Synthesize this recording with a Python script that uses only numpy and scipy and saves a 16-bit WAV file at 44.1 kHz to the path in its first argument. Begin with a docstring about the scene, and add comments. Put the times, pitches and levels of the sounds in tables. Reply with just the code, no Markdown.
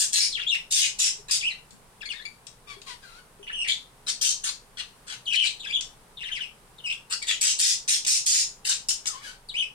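"""Chipmunk scolding in a wire cage

Close by in a small room, harsh rasping chirps alternate with gliding squeaks and a few faint whines.
Rasps are noise puffs from a slapping throat; squeaks and whines are overtone stacks on bending pitch paths.
Claws and teeth tick as short noise cracks and the body bumps the floor as decaying sines.
Cage walls and room answer with decaying noise, over drifting rumble and hiss and a wavering low hum.
"""
import sys
import numpy as np
from scipy import signal
from scipy.fft import rfft, irfft, next_fast_len
from scipy.io import wavfile
from scipy.ndimage import uniform_filter1d, minimum_filter1d, map_coordinates

SR = 44100
rng = np.random.default_rng(int(sys.argv[2]) if len(sys.argv) > 2 else 0)


def inscribe(sig):
    """Save sig as 16-bit PCM at rate SR to the path in sys.argv[1].

    A 1-D sig is mono; a 2-D sig holds one channel per row.
    Samples are clipped to [-1, 1] before scaling.
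    """
    pcm = np.round(np.clip(np.atleast_2d(sig).T, -1, 1) * 32767)
    wavfile.write(sys.argv[1], SR, pcm.astype(np.int16))


N = 429534
TOP_HZ = 16000  # upper limit of the overtones and of the whole sound


def amp(db):
    """Decibels to gain."""
    return 10 ** (np.asarray(db) / 20)


def unit(x):
    """Scale to rms 1."""
    return x / np.sqrt(np.mean(x ** 2) + 1e-20)


def along(points, hz):
    """(Hz, value) points on a log axis."""
    f, v = np.transpose(points)
    return np.interp(np.log(hz + 1), np.log(f + 1), v)


def wobble(rate, n):
    """A smooth random curve, rate knots a second."""
    knots = rng.standard_normal(8192)
    return map_coordinates(knots, [np.arange(n) * rate / SR], mode="wrap")


def filtered(x, response):
    """x times a response of frequency."""
    n = x.shape[-1]
    m = next_fast_len(n + 2048)
    return irfft(rfft(x, m) * response(np.fft.rfftfreq(m, 1 / SR)), m)[..., :n]


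def add(track, s, x):
    """Mix x into the track at time s."""
    i = max(0, round(s * SR))
    track[i:i + len(x)] += x[:N - i]


def room_air(air_db=-54.5, drift_db=.6, split_hz=1000, waver_db=3):
    """Soft rumble and hiss that drift in level, each on its own, over a wavering hum."""
    # colour of the air noise: f/Hz, relative level/dB
    air_colour = [(12, -20), (20, 11), (81, -9.5), (142, -2), (337, -12), (422, -6), (624, -11.5),
                  (900, -7.5), (2140, -16.5), (6910, -22.5), (9000, -16.5), (16000, -32)]
    # likeness of the two channels: f/Hz, left-right correlation (-1 to 1)
    alike = [(30, 0.92), (250, 0.82), (600, 0.63), (1500, 0.093), (10000, 0.021)]
    # hum tones: f/Hz, level around which each wavers/dB rms
    hum_tones = [(120, -73.5), (180, -78.5)]

    def mid_side(hz):
        # more side against mid makes the channels less alike
        turn = np.arccos(np.clip(along(alike, hz), -1, 1)) / 2
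        return amp(along(air_colour, hz)) * [np.cos(turn), np.sin(turn)]

    mid, side = filtered(rng.standard_normal((2, N)), mid_side)
    air = unit(np.array([mid + side, mid - side]))
    rumble = filtered(air, lambda hz: hz < split_hz)
    hiss = air - rumble
    air = sum(band * amp(drift_db * wobble(3.115, N)) for band in (rumble, hiss))
    t = np.arange(N) / SR
    hum = np.zeros(N)
    for hz, db in hum_tones:
        level = amp(db + waver_db * wobble(12.0, N))
        hum += level * np.sqrt(2) * np.sin(2 * np.pi * hz * t + wobble(2.0, N))
    return amp(air_db) * air + hum


def bumps(decay=0.021, attack=0.00019):
    """The body bumps the cage floor, which gives one dull, short ring: a sine dying away (times in s)."""
    # soft bumps: t/s, source amplitude before the envelope/dB, f/Hz
    thuds = [(1.186, -49, 409), (1.727, -50.5, 206), (2.766, -48, 400), (3.395, -47, 404)]
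    out, t = np.zeros(N), np.arange(SR // 5) / SR
    for s, db, hz in thuds:
        envelope = np.exp(-t / decay) * (1 - np.exp(-t / attack))
        add(out, s, amp(db) * np.sin(2 * np.pi * hz * t) * envelope)
    return out


def ticks(decay=0.0023):
    """Each contact of claws or teeth is a dry crack: coloured noise dying in a few milliseconds (decay in s)."""
    # sharp contacts: t/s, source level before the decay/dB rms
    contacts = [(1.707, -41.5), (2.468, -34), (2.817, -38), (4.084, -23), (5.809, -23.5), (7.225, -25.5),
                (7.878, -19.5), (8.049, -23.5), (8.065, -17), (8.07, -17), (8.8895, -19.5), (8.907, -20.5),
                (9.0572, -23.5), (9.0698, -26)]
    # colour of a crack: f/Hz, relative level/dB
    crack_colour = [(400, -30), (1500, 1), (3000, 20), (8500, 17), (11500, -23), (16000, -46)]
    out, t = np.zeros(N), np.arange(SR // 20) / SR
    for s, db in contacts:
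        crack = unit(filtered(rng.standard_normal(len(t)), lambda hz: amp(along(crack_colour, hz))))
        add(out, s, amp(db) * crack * np.exp(-t / decay))
    return out


def glides(notes, colour, overtones_db, jitter, flutter_db, rasp_db, attack, release, warble, half_db,
           shiver=0.014, flare_db=-1.5):
    """Notes bend along pitch paths with overtones; strain flutters pitch and size and adds a pulsing hiss."""
    out = np.zeros(N)
    for rough, bright_db, path in notes:
        times, hz, db = np.transpose(path)
        times, rough = np.sort(times), np.clip(rough, 0, 1)
        end = times[-1] + release
        t = np.arange(times[0] - attack, end, 1 / SR)
        n = len(t)
        pitch, level = np.interp(t, times, hz), np.interp(t, times, db)

        # fast jitter and slower warble of the pitch, both growing with roughness
        unsteady = (shiver + rough * jitter) * wobble(1098.0, n)
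        unsteady = unsteady + (shiver + rough * warble) * wobble(246.6, n)
        phase = 2 * np.pi * np.cumsum(pitch * np.exp(unsteady)) / SR

        def partial(k):
            # low notes put their overtones into the head's resonances and sound reedier
            resonance = amp(along(colour, k * pitch) - along(colour, pitch))
            return np.sin(k * phase) * resonance * (k * pitch < TOP_HZ)

        # the overtones flare and fade as the vocal folds close more or less tightly
        tone = partial(1)
        for k, overtone_db in enumerate(overtones_db, 2):
            tone = tone + amp(bright_db + overtone_db + flare_db * wobble(112.0, n)) * partial(k)
        # under strain alternate cycles differ, giving a line halfway to the octave
        tone = tone + amp(half_db) * rough * partial(3 / 2)
        tone = tone * np.sqrt(2) * amp(flutter_db * rough * wobble(488, n))

        noise = rng.standard_normal(SR // 2)[:n]
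        hiss = unit(filtered(noise, lambda f: amp(along(colour, f)) * (f > pitch.min())))
        pulsing_hiss = amp(rasp_db) * rough ** 2 * hiss * (1 + np.cos(phase))
        # both the fade-in and the fade-out last one attack time
        gate = np.clip(np.minimum(t - t[0], end - t) / attack, 0, 1)
        add(out, t[0], gate * amp(level) * (tone + pulsing_hiss))
    return out


def whines():
    """Low nasal notes: strong overtones shaped by the nose, with slow fades and a noisy rasp under strain."""
    # one note a row: roughness (0-1), overtone strength/dB, path of (t/s, f/Hz, source level/dB)
    nasal_notes = [(.42, 12, [(2.68, 1190, -60), (2.705, 1150, -54), (2.74, 1100, -61)]),
                   (.42, 6, [(2.872, 1090, -52), (2.9, 1010, -49), (2.93, 940, -57)]),
                   (.24, -3, [(3.03, 1680, -52), (3.06, 1400, -56), (3.125, 1320, -55), (3.18, 1500, -54)]),
                   (.26, -4, [(9.045, 1650, -60), (9.15, 1000, -47), (9.21, 1200, -56),
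                   (9.222, 2300, -53)]), (.35, -2, [(9.236, 1700, -48), (9.28, 1470, -45),
                   (9.345, 1570, -63)])]
    # resonances of the nose: f/Hz, relative level/dB
    nose = [(1000, -4.5), (1600, -3), (2600, -2.5), (4500, 1.5), (6000, -9), (9000, -6), (16000, -36)]
    return glides(nasal_notes, nose, overtones_db=[-10.5, -11.5, -19.0, -27],
                  jitter=.04, flutter_db=4, rasp_db=17, attack=.014, release=.02, warble=.008, half_db=-3)


def squeaks():
    """Quick gliding cries through the mouth, plus thin whistles that sound inside harsh chirps."""
    # one squeak a row: roughness (0-1), overtone strength/dB, path of (t/s, f/Hz, source level/dB)
    cries = [ (0.246, -1, [(.325, 4050, -30), (.348, 3600, -33), (.362, 2840, -31.5), (.398, 1445, -38)]),
             (0.405, 1, [(.397, 3090, -29.5), (.417, 3470, -35), (.428, 2586, -33), (.438, 2480, -33)]),
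             (.14, 2, [(.468, 3150, -29), (.48, 3620, -25), (.5, 3780, -20), (.511, 2880, -24),
             (.535, 2650, -19), (.547, 2300, -27)]), (.7, 5, [(.548, 2540, -27), (.558, 3000, -27)]),
             (0.15, -3, [(.818, 3097, -19), (.835, 2754, -17.5), (.849, 2210, -25.5)]),
             (.3, -3, [(1.405, 3550, -35), (1.415, 3300, -29), (1.419, 2400, -33)]),
             (.11, -1, [(1.424, 2250, -31), (1.452, 2700, -24), (1.48, 3020, -23.5), (1.489, 2700, -24),
             (1.497, 2380, -33), (1.506, 2250, -32)]), (0.16, 10.5, [(1.507, 2130, -41),
             (1.526, 1967, -38)]), (0.24, 6, [(2.008, 3360, -49), (2.027, 1644, -42), (2.04, 1500, -46)]),
             (0.12, 8, [(2.056, 2270, -36), (2.08, 2140, -43.5)]), (0.15, 6, [(2.09, 3400, -36),
             (2.108, 2870, -34), (2.131, 2210, -37.5)]), (0.093, 7.5, [(2.136, 1750, -42),
             (2.165, 1945, -49.5), (2.2, 1664, -49.5), (2.228, 2120, -49)]), (.2, 5, [(2.254, 2340, -35),
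             (2.267, 2240, -38)]), (0.13, 8, [(3.43, 3030, -43.5), (3.45, 2890, -48)]),
             (0.41, -10, [(3.466, 1940, -48), (3.479, 3300, -34.5), (3.501, 1484, -43),
             (3.524, 3040, -38)]), (0.074, 6, [(3.527, 2930, -35), (3.548, 3156, -35), (3.575, 2814, -33),
             (3.605, 2910, -28), (3.638, 2660, -29)]), (.35, -6, [(3.643, 2548, -36), (3.665, 2000, -34),
             (3.705, 2260, -26)]), (0.43, 5, [(3.686, 3400, -27), (3.725, 3490, -22)]),
             (0.12, -3, [(4.213, 3180, -32), (4.24, 3140, -46), (4.268, 3100, -30), (4.31, 3130, -41)]),
             (0.14, 4.5, [(5.257, 4540, -43), (5.265, 3170, -37), (5.277, 3120, -26), (5.296, 3050, -31.5),
             (5.32, 2580, -28)]), (.4, -8, [(5.324, 2895, -26), (5.35, 2400, -18)]),
             (0.16, -4, [(5.364, 3097, -6.5), (5.416, 2965, -16)]), (0.19, 5, [(5.42, 2780, -21),
             (5.44, 2390, -27.5), (5.463, 2380, -27.5), (5.47, 3810, -23), (5.481, 3840, -23)]),
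             (0.334, 4, [(5.597, 4030, -39.5), (5.612, 3870, -38), (5.636, 3050, -42), (5.652, 2425, -36.5),
             (5.665, 1600, -43)]), (0.17, 4, [(5.672, 3495, -27), (5.682, 3080, -34), (5.69, 2250, -45),
             (5.703, 2370, -38), (5.712, 2530, -24)]), (0.053, 0, [(5.721, 2610, -34), (5.729, 3440, -27),
             (5.754, 3426, -18), (5.769, 2880, -26.5), (5.784, 3230, -45)]),
             (0.27, -14, [(6.173, 3640, -38), (6.187, 3550, -40.5), (6.199, 2520, -45)]),
             (0.32, -1, [(6.207, 2690, -37), (6.228, 2900, -36), (6.235, 1860, -35), (6.244, 1670, -42)]),
             (0.25, 0, [(6.24, 3640, -36), (6.251, 3200, -36), (6.287, 2640, -32), (6.295, 1710, -39),
             (6.316, 1580, -54)]), (0.23, 3, [(6.318, 3030, -28), (6.326, 3133, -29), (6.35, 3000, -32),
             (6.369, 2290, -34), (6.398, 1520, -47)]), (0.24, -0.5, [(6.406, 3214, -29), (6.435, 2496, -34),
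             (6.452, 2725, -34.5)]), (.18, -3, [(6.785, 3750, -42), (6.81, 2800, -50)]),
             (.13, 5, [(6.841, 3000, -40), (6.859, 2850, -29), (6.872, 2450, -30), (6.893, 2720, -30)]),
             (.3, -1, [(6.898, 2550, -29), (6.908, 2700, -25), (6.921, 2550, -29), (6.929, 3400, -28)]),
             (.15, 9, [(7.22, 2230, -39), (7.235, 2200, -35), (7.243, 1720, -42)]),
             (.25, -3, [(7.284, 3600, -25), (7.342, 3000, -31)]), (.25, -1, [(9.489, 4550, -37),
             (9.503, 3550, -36), (9.518, 3050, -47)]), (.17, 1, [(9.542, 2380, -38), (9.557, 2550, -29),
             (9.568, 3060, -27), (9.613, 3040, -23), (9.626, 2650, -29), (9.645, 2500, -34)])]
    # one whistle a row: roughness (0-1), overtone strength/dB, path of (t/s, f/Hz, source level/dB)
    whistles = [(0.19, 6.5, [(.175, 3750, -20), (.24, 4810, -19)]), (0.1, -7, [(8.263, 6610, -16),
                (8.37, 6900, -11.5)])]
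    # resonances of the mouth: f/Hz, relative level/dB
    mouth = [(1500, 4.5), (2400, 0.5), (3300, 13), (4400, 5), (5600, -1), (7000, 2.5), (8800, 8),
             (10000, 1.5), (11500, -20), (16000, -13)]
    return glides(cries + whistles, mouth, overtones_db=[-14, -23, -31], jitter=0.136, flutter_db=9.5,
                  rasp_db=-16.0, attack=0.0029, release=0.0016, warble=0.069, half_db=-15.5)


def rasps(flap_hz=205, jitter=.22, pulse_decay=0.14, leak=0.22, fall=0.0046, low_hz=2000, high_hz=4500,
          close_hz=7200, close_db=-6, slap_db=3.5, shift_db=3.5):
    """The throat slaps shut at uneven times and strengths; each slap rings a puff of noise through the mouth."""
    # harsh chirps: t/s, time until the fall/s, rise/s, then source level before shaping of the
    # low band/dB, middle band/dB, high hiss/dB
    chirps = [(0, .025, 0.00032, -51.5, -28.5, -18), (0.121, 0.093, 0.043, -52, -24, -16.5),
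              (.705, 0.13, 0.027, -61, -25.5, -19), (0.986, 0.062, 0.011, -43.5, -23, -15.5),
              (1.28, 0.034, 0.022, -46.5, -35, -37), (1.307, 0.019, 0.0046, -46, -22.5, -14),
              (3.672, 0.038, 0.014, -66, -30, -35.5), (4.064, 0.039, 0.023, -43, -31, -27.5),
              (4.213, 0.1, 0.00091, -61, -35, -25.5), (4.435, 0.06, 0.0055, -46.5, -36.5, -33),
              (4.767, 0.038, 0.065, -42, -28.5, -36), (5.064, 0.078, 0.019, -51.5, -42, -46),
              (5.324, 0.035, 0.051, -69, -15, -22.5), (5.436, 0.028, 0.019, -57, -31, -33),
              (6.923, 0.0039, 0.0013, -55, -46, -40.5), (7.095, 0.04, 0.042, -41, -30.5, -28.5),
              (7.262, 0.053, 0.04, -49, -27, -29.5), (7.408, 0.078, 0.0066, -46.5, -22.5, -17),
              (7.585, 0.088, 0.018, -44, -18, -10), (7.883, 0.063, 0.001, -54, -29.5, -20.5),
              (8.068, 0.071, 0.0022, -48.5, -26, -14.5), (8.258, .11, 0.0062, -48, -22, -12),
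              (8.646, 0.083, 0.011, -51, -33.5, -29.5), (8.688, 0.014, 0.0027, -43, -32.5, -20.5),
              (8.886, 0.016, 0.0003, -72, -44, -23), (9.065, 0.014, 0.002, -62, -41, -27.5)]
    # colour of the harsh voice: f/Hz, relative level/dB
    voice_colour = [(350, -63), (600, -52), (737, -14), (1550, -2.5), (2150, -12), (2650, -8), (3210, -8),
                    (5400, -6.5), (8600, -8), (9900, -15.5), (11700, -30), (13800, -28), (16000, -52)]
    out, t = np.zeros(N), np.arange(SR // 4) / SR
    n = len(t)
    for s, length, rise, low_db, middle_db, hiss_db in chirps:
        cycle = np.cumsum(flap_hz * np.exp(jitter * wobble(150, n))) / SR
        slap = amp(slap_db * rng.standard_normal(512))[cycle.astype(int) % 512]
        # each puff dies over a fraction of its cycle, above a steady leak of breath
        puffs = (leak + slap * np.exp(-(cycle % 1) / pulse_decay)) * rng.standard_normal(n)

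        # random narrow bands swell and fade within each chirp, making its noise uneven
        z = signal.stft(puffs, nperseg=256)[2]
        shifts = uniform_filter1d(rng.standard_normal(z.shape), size=2, axis=0)
        shifts = unit(uniform_filter1d(shifts, size=10, axis=1))
        source = signal.istft(z * amp(shift_db * shifts), nperseg=256)[1][:n]
        voice = filtered(source, lambda hz: amp(along(voice_colour, hz)))

        chirp = np.zeros(n)
        for lo, hi, db in ((800, low_hz, low_db), (low_hz, high_hz, middle_db), (high_hz, SR, hiss_db)):
            band = filtered(voice, lambda hz: 1 / (1 + (lo / (hz + 1)) ** 10) / (1 + (hz / hi) ** 10))
            chirp += amp(db) * unit(band)
        # the mouth closes as the chirp goes on, so its top dulls
        top = filtered(chirp, lambda hz: 1 / (1 + (close_hz / (hz + 1)) ** 10))
        top_gain = amp(close_db * (np.minimum(t / length, 1) - .5))
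        chirp += top * (top_gain - 1)
        swell = np.clip(t / rise, 0, 1) * np.exp(-np.maximum(t - length, 0) / fall)
        add(out, s, chirp * swell)
    return out


def space(x, spread, direct_db=-3.0, lag=0.0002446, cage_db=-1.5, cage_decay=0.0027, room_db=1.0):
    """Direct sound reaches the right port first; cage walls and room answer with decaying noise."""
    # how much louder the left is than the right as the animal moves: t/s, gain difference/dB
    left = [(0, 3.5), (1.5, 3), (2.3, 11.5), (3.598, 4), (6.2, 6.5), (8.2, 0.9), (9, 5)]
    # reverberation of the room: f/Hz, time to fall by 60 dB/s
    room = [(300, 0.12), (2500, 0.24), (6000, 0.27), (10000, 0.22), (15000, 0.19)]
    side = np.array([[1], [-1]])  # left, right
    left_db = np.interp(np.arange(N) / SR, *np.transpose(left))
    # the lag (s) is split between the ports: left late, right early
    out = amp(direct_db) * filtered(x, lambda hz: np.exp(-1j * np.pi * hz * lag * side))
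    hop, t = SR // 3, np.arange(SR // 2) / SR
    padded = np.pad(spread, (hop, 2 * hop))
    for start in range(-hop, N, hop):
        # the answer is redrawn every third of a second, each fading into the next
        piece = padded[start + hop:][:2 * hop] * signal.windows.cosine(2 * hop)
        hz, age, z = signal.stft(rng.standard_normal((2, len(t))), SR, nperseg=256)
        fading = z * amp(-60 * age / along(room, hz)[:, None])
        tail = signal.istft(fading, SR, nperseg=256)[1][:, :len(t)]
        tail = tail * (1 - np.exp(-t / 0.00018))
        # the cage walls answer after a short gap
        walls = rng.standard_normal(tail.shape) * np.exp(-t / cage_decay) * (t > .0008)
        answer = amp(room_db) * tail / np.linalg.norm(tail[0])
        answer = answer + amp(cage_db) * walls / np.linalg.norm(walls[0])
        for channel in range(2):
            reply = signal.fftconvolve(piece[max(0, -start):], answer[channel])
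            add(out[channel], start / SR, reply)
    return out * amp(side * left_db / 2)


def scene(squeak_room_db=-5):
    """The animal's sounds in cage and room; the squeaks stir the room less than the harsh chirps."""
    air = room_air()
    others = bumps() + ticks() + whines() + rasps()
    cries = squeaks()
    return space(others + cries, others + amp(squeak_room_db) * cries) + air


def record(dry, ceiling_db=-21, window=0.0077, hold=0.009):
    """The camera's limiter flattens the loudest chirps (times in s); nothing sounds above 16 kHz."""
    power = np.abs(uniform_filter1d(np.mean(dry ** 2, axis=0), max(1, int(window * SR))))
    # a soft knee around the ceiling (dB rms)
    needed = (1 + (power / amp(ceiling_db) ** 2) ** 2 / 2) ** -.25
    span = max(1, int(hold * SR))
    gain = uniform_filter1d(minimum_filter1d(needed, span), span)
    return filtered(dry * gain, lambda hz: hz < TOP_HZ)


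dry = scene()
out = record(dry)
inscribe(out)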